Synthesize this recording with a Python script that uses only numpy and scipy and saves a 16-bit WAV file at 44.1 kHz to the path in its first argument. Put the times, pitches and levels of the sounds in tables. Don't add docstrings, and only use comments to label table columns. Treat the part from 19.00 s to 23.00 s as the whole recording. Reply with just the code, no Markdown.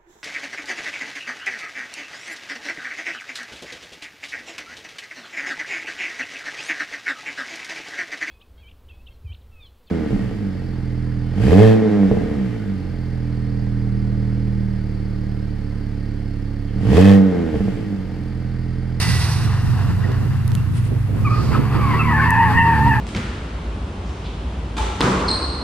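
import sys
import numpy as np
from scipy import signal
from scipy.fft import rfft, irfft, next_fast_len
from scipy.io import wavfile
from scipy.ndimage import uniform_filter1d, minimum_filter1d, map_coordinates

SR = 44100
rng = np.random.default_rng(int(sys.argv[2]) if len(sys.argv) > 2 else 0)


def dump(signal):
    limited = np.clip(np.atleast_2d(signal).T, -1, 1)
    pcm = np.round(limited * 32767).astype(np.int16)
    wavfile.write(sys.argv[1], SR, pcm)


N = 176400

# (time [s], firing rate [Hz], level [dB])
ENGINE = [(0, 85.7, -27.5), (.45, 72.15, -28.5), (.9, 61.95, -37), (2.3, 58.12, -28), (2.62, 70.13, -24.5),
          (2.8, 67.78, -26.5), (3, 76.36, -25.5), (3.17, 75.06, -24), (3.4, 87.58, -27), (3.56, 87, -24),
          (3.72, 79.1, -24.5), (3.9, 67.52, -22.5), (4, 61.5, -29.5)]
# (time [s], throttle [0-1])
THROTTLE = [(2, 0.11), (2.8, 0.98)]
# (frequency [Hz], level [dB])
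EXHAUST_COLOUR = [(60, -2.5), (130, 2.5), (220, -3.5), (300, -9.5), (350, -19), (430, -15.5), (560, -26.5)]
RASP_COLOUR = [(130, 2), (250, 5.5), (450, 1.5), (800, -23.5)]
# (time [s], pitch [Hz], level [dB])
DRONE_HIGH = [(0, 119.5, -24), (.35, 118.4, -21), (.8, 120, -22.5), (1.35, 124.8, -20.5), (1.9, 123, -24),
              (2.45, 117.5, -22), (2.85, 113.5, -22.5), (3.5, 113.7, -23.5), (4, 116, -22)]
DRONE_LOW = [(0, 95.4, -27), (.7, 97.34, -22), (1.36, 96.97, -24.5), (2, 100.3, -21.5),
             (2.35, 104.6, -22.5), (2.7, 107, -47)]
# (multiple of the pitch [ratio], relative level [dB])
HIGH_ORDERS = [(2 / 3, -12.5), (1, 0), (1.8, -22)]
LOW_ORDERS = [(1 / 2, -13.5), (0.99, 0), (3 / 2, -9.5)]

# (time [s], level [dB])
ROAR = [(0, -32.5), (.9, -36), (2.1, -47.5), (4, -56)]
HISS = [(0, -27.5), (.22, -30.5), (.38, -35), (.55, -45), (.85, -51), (1.2, -75)]
SCRUB = [(2.12, -54), (2.33, -33), (2.65, -33), (2.95, -27.5), (3.3, -32.5), (3.7, -31), (4, -35)]
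# (time [s], width [s], level [dB])
SKID = [(2.43, 0.1, -43)]
# (frequency [Hz], level [dB])
ROAR_COLOUR = [(200, -6), (450, 1), (580, -7), (720, 2), (1000, 4), (1950, -0.5), (2300, -13.5), (2750, -4),
               (3200, -15), (5000, -15), (14000, -42)]
HISS_COLOUR = [(1000, -10), (1800, -1.5), (2800, 0), (3200, -5.5), (3700, -2), (5900, -1), (6900, -12),
               (8000, -11), (9700, -5), (11500, -13.5), (14000, -25)]
SCRUB_COLOUR = [(300, -1), (600, -8.5), (800, 3.5), (1100, 6.5), (1500, -1), (2700, -7.5), (4000, -21),
                (4600, -15), (5800, -30), (14000, -35)]
SKID_COLOUR = [(3500, -6), (4600, 3.5), (5800, -4), (14000, -27)]
# (pitch [Hz], level [dB])
WHINES = [(1965, -32.5), (2730, -43), (4786, -41)]

# (time [s], width [s], level [dB])
GUSTS = [(1.09, .04, -28), (1.24, .05, -30), (1.93, .04, -28), (2.16, .05, -26.5), (2.36, .09, -27),
         (2.57, .05, -22), (2.775, .03, -19.5), (3.02, .12, -30)]
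# (time [s], level [dB])
AIR = [(0, -54), (.8, -46.5), (2.7, -44), (3.4, -39), (4, -39)]
# (frequency [Hz], level [dB])
RUMBLE_COLOUR = [(45, -3.5), (90, 5.5), (200, -3), (300, -13), (1000, -48.5)]
GUST_COLOUR = [(20, -7), (60, 0), (150, 2), (280, 0.5), (450, -7), (700, -15.5), (4000, -73)]
AIR_COLOUR = [(2000, 17), (7000, -2), (10500, 2), (14000, -4)]

# (time [s], snap [dB], body [dB], left minus right [dB])
CLICKS = [(1.118, -40, -31, -6), (1.4787, -24, -35, 11), (1.5187, -37, -31, -10), (1.552, -20, -26, -2),
          (3.306, -19.5, -34, -18)]
# (time [s], pitch [Hz], level [dB], t60 [s])
PING = (1.572, 2720, -40, .14)
# (time [s], width [s], level [dB])
RUSTLES = [(1.775, 0.02, -40.5), (1.86, .025, -45)]
# (frequency [Hz], level [dB])
SNAP_COLOUR = [(3500, -24), (7000, 0)]
BODY_COLOUR = [(2000, -7), (4000, 0), (8500, -20)]
RUSTLE_COLOUR = [(1500, 10), (3000, 10), (7000, 0), (9000, 9), (11000, 3), (14000, -36)]

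# (start [s], length [s], first pitch [Hz], last pitch [Hz], level [dB], octave level [dB])
CHIRPS = [(1.028, .035, 1000, 900, -50, -36), (2.244, .046, 1260, 1180, -24.5, -33),
          (2.299, .06, 1225, 1225, -20.5, -39), (2.36, .06, 1240, 1220, -31, -45),
          (2.535, .036, 1290, 1310, -23, -52), (2.985, .045, 1310, 1275, -25, -21.5),
          (3.1, .035, 1260, 1220, -27, -46), (3.213, .045, 1170, 1010, -27, -29)]
# (time [s], pitch [Hz], level [dB], octave level [dB])
SQUEAL = [(2.74, 1223, -34.5, -66), (2.815, 1202, -29, -41), (2.88, 1075, -25, -36),
          (2.939, 985, -20, -27.5), (2.999, 1090, -38, -39), (3.055, 1046, -24, -32), (3.14, 915, -22, -25),
          (3.201, 830, -32.5, -19), (3.28, 925, -27.5, -28), (3.35, 895, -19, -20.5),
          (3.411, 908.5, -14.5, -21), (3.47, 883.5, -18, -21), (3.513, 841, -22, -30.5),
          (3.56, 927, -22.5, -23), (3.621, 930.5, -17.5, -22.5), (3.68, 924.4, -17.5, -23),
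          (3.781, 873, -20.5, -23), (3.88, 919, -15.5, -27.5), (3.94, 904, -25.5, -26),
          (4, 866, -21, -35.5)]
# (time [s], pitch unsteadiness [factor])
RAGGED = [(3.15, 1.5), (3.4, 1.003)]
# (pitch over the centre's [ratio], level against the squeal's octave [dB])
RIBS = [(.93, -6.5), (.985, -5), (1.05, -11.5)]
# (time [s], pitch [Hz], level [dB])
HIGH_SQUEAL = [(2.85, 1008, -34), (2.959, 1180, -31), (3.16, 1051, -28.5), (3.241, 1055, -21.5),
               (3.32, 987.4, -24.5), (3.451, 1071, -26), (4, 987.2, -43)]
RIB_HARMONICS = [-9.5, 0.5, -11.5]
HIGH_HARMONICS = [0.5, -14]

# (frequency [Hz], left-right likeness [0-1])
LIKENESS = [(2700, 0.97), (7000, 0.36)]
# (frequency [Hz], left minus right [dB])
TYRE_LEAN = [(300, 15), (700, 0.5), (2400, 2.5), (2900, 0.5), (3600, -9.5), (4700, -12), (6200, -1),
             (8500, -15.5), (10500, 4), (13000, 13)]


def amp(db):
    return 10 ** (np.asarray(db) / 20)


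def unit(x):
    return x / np.sqrt(np.mean(x ** 2) + 1e-20)


def clock():
    return np.arange(N) / SR


def along(points, hz):
    freqs, values = np.transpose(points)
    return np.interp(np.log(hz + 1), np.log(freqs + 1), values)


def curves(rows):
    times, *columns = np.transpose(rows)
    return [np.interp(clock(), times, column) for column in columns]


def gate(start, end, edge_s):
    return np.clip(1 + np.minimum(clock() - start, end - clock()) / edge_s, 0, 1)


def dying(start, t60):
    age = clock() - start
    return (age >= 0) * amp(-60 * np.abs(age) / t60)


def wobble(rate):
    return map_coordinates(rng.standard_normal(int(N * rate / SR) + 4), [clock() * rate])


def filtered(x, response):
    size = next_fast_len(N + SR // 2)
    return irfft(rfft(x, size) * response(np.fft.rfftfreq(size, 1 / SR)), size)[..., :N]


def pan(lean_db):
    return amp(np.array([[.5], [-.5]]) * lean_db)


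def rush(colour, alike):
    def response(hz):
        angle = np.arccos(np.clip(along(alike, hz), -1, 1)) / 2
        return amp(along(colour, hz)) * [np.cos(angle), np.sin(angle)]
    mid, side = filtered(rng.standard_normal((2, N)), response)
    return unit(np.array([mid + side, mid - side]))


def partials(hz, levels, flutter_db, flutter_rate):
    phase = 2 * np.pi * np.cumsum(hz) / SR
    out = np.zeros(N)
    for k, db in levels:
        flutter = unit(amp(flutter_db * wobble(flutter_rate)))
        out += np.sqrt(2) * amp(db) * flutter * np.sin(k * phase + rng.uniform(0, 2 * np.pi))
    return out


def swells(rows):
    return np.sqrt(sum(amp(db) ** 2 * np.exp(-((clock() - s) / width) ** 2) for s, width, db in rows))


def engine():
    hz, level = curves(ENGINE)
    hz = hz * (1 + 0.00882 * wobble(30) + 0.01896 * wobble(140))
    upper_db = level - 13 * (1 - curves(THROTTLE)[0])
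    low_harmonics = [(k, level + along(EXHAUST_COLOUR, k * hz)) for k in range(1, 3)]
    high_harmonics = [(k, upper_db + along(EXHAUST_COLOUR, k * hz)) for k in range(3, 8)]
    note = partials(hz, low_harmonics, flutter_db=1.5, flutter_rate=25)
    overtones = partials(hz, high_harmonics, flutter_db=2.0, flutter_rate=16)
    puffs = unit(1 + np.cos(2 * np.pi * np.cumsum(hz) / SR))
    rasp = amp(upper_db - 14) * puffs * rush(RASP_COLOUR, LIKENESS)
    return (note + overtones + rasp) * pan(-1.9)


def nearby_engines():
    out = np.zeros(N)
    for rows, orders in ((DRONE_HIGH, HIGH_ORDERS), (DRONE_LOW, LOW_ORDERS)):
        hz, level = curves(rows)
        hz = hz * (1 + 0.0054 * wobble(14))
        out += partials(hz, [(k, level + db) for k, db in orders], flutter_db=0, flutter_rate=15)
    return out * pan(-1.7)


def stick_slip(hz, harmonics_db, wander, jitter):
    slip_hz = hz * (1 + wander * wobble(35) + jitter * wobble(330))
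    return partials(slip_hz, list(enumerate(harmonics_db, 1)), flutter_db=2.0, flutter_rate=70)


def rolling_tyres():
    roar = amp(curves(ROAR)[0] + 1.3 * wobble(22)) * rush(ROAR_COLOUR, LIKENESS)
    hiss = amp(curves(HISS)[0] + 1.1 * wobble(60)) * rush(HISS_COLOUR, LIKENESS)
    peak_s, width_s = 0.11, 0.11
    whine = sum(swells([(peak_s, width_s, db)]) * stick_slip(hz, [0], wander=0.0074, jitter=0.019)
                for hz, db in WHINES)
    return roar + hiss + whine


def wind():
    rumble = amp(-24.5 + 2.8 * wobble(9)) * rush(RUMBLE_COLOUR, alike=[(100, 0.12)]) * pan(-5)
    lumps = unit(amp(3 * wobble(55)))
    gusts = swells(GUSTS) * lumps * rush(GUST_COLOUR, alike=[(100, 0)]) * pan(-12)
    air = amp(curves(AIR)[0]) * rush(AIR_COLOUR, alike=[(100, 0.049)])
    return rumble + gusts + air


def tyre_chirps():
    out = np.zeros(N)
    edge_s = .011
    for start, length, from_hz, to_hz, db, octave_db in CHIRPS:
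        glide = np.interp(clock(), [start, start + length], [from_hz, to_hz])
        envelope = gate(start + edge_s, start + length - edge_s, edge_s)
        out += envelope * stick_slip(glide, [db, octave_db], wander=0.01117, jitter=0.0296)
    return out


def track_echo(x, t60, wet_db, wide_db):
    t = np.arange(SR // 2) / SR
    tails = rng.standard_normal((2, len(t))) * amp(-60 * t / t60)
    mid, side = [unit(signal.fftconvolve(x, tail)[:N]) * np.std(x) * amp(wet_db) for tail in tails]
    return (x + mid + amp(wide_db) * np.array([side, -side])) / np.sqrt(1 + amp(wet_db) ** 2)


def handling():
    out = swells(RUSTLES) * rush(RUSTLE_COLOUR, alike=[(100, .1)])
    for start, snap_db, body_db, lean_db in CLICKS:
        snap = amp(snap_db) * rush(SNAP_COLOUR, LIKENESS)
        body = amp(body_db) * rush(BODY_COLOUR, LIKENESS)
        out += dying(start, t60=.005) * pan(lean_db) * (snap + body)
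    start, hz, db, t60 = PING
    return out + amp(db) * dying(start, t60) * np.sin(2 * np.pi * hz * clock())


def tyre_scrub():
    scrub = amp(curves(SCRUB)[0] + 2.7 * wobble(25.05)) * rush(SCRUB_COLOUR, LIKENESS)
    return scrub + swells(SKID) * rush(SKID_COLOUR, LIKENESS)


def tyre_squeal():
    hz, level, octave_db = curves(SQUEAL)
    ragged, = curves(RAGGED)
    centre_db = [level, octave_db - 2.5, octave_db - 23.5]
    tread = stick_slip(hz, centre_db, wander=0.01001 * ragged, jitter=0.02185 * ragged)
    for ratio, db in RIBS:
        grip = unit(amp(5 * wobble(20)))
        rib_db = [octave_db + db + harmonic_db for harmonic_db in RIB_HARMONICS]
        tread += grip * stick_slip(hz * ratio, rib_db, wander=.02 * ragged, jitter=.026 * ragged)
    return gate(SQUEAL[0][0], SQUEAL[-1][0], edge_s=0.044) * tread


def second_tyre():
    hz, level = curves(HIGH_SQUEAL)
    tread = stick_slip(hz, [level + db for db in HIGH_HARMONICS], wander=0.028, jitter=0.0413)
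    return gate(HIGH_SQUEAL[0][0], HIGH_SQUEAL[-1][0], edge_s=0.16) * tread


def scene():
    squeal_top_hz, left_lead_s = 3050, .00006
    squeals = tyre_chirps() + tyre_squeal() + second_tyre()
    squeals = filtered(squeals, lambda hz: 1 / (1 + (hz / squeal_top_hz) ** 20))
    squeals = track_echo(squeals, t60=0.43, wet_db=-8, wide_db=-7)
    tyres = filtered(rolling_tyres() + tyre_scrub() + squeals, lambda hz: pan(along(TYRE_LEAN, hz)))
    track = engine() + nearby_engines() + tyres
    track = filtered(track, lambda hz: np.exp(np.array([[1j], [-1j]]) * np.pi * hz * left_lead_s))
    return track + wind() + handling()


def record(dry):
    ceiling, top_hz = .7, 14150
    needed_gain = np.minimum(1, ceiling / (np.abs(dry).max(axis=0) + 1e-9))
    gain = uniform_filter1d(minimum_filter1d(needed_gain, size=700), size=500)
    return filtered(dry * gain, lambda hz: hz < top_hz)


dry = scene()
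out = record(dry)
dump(out)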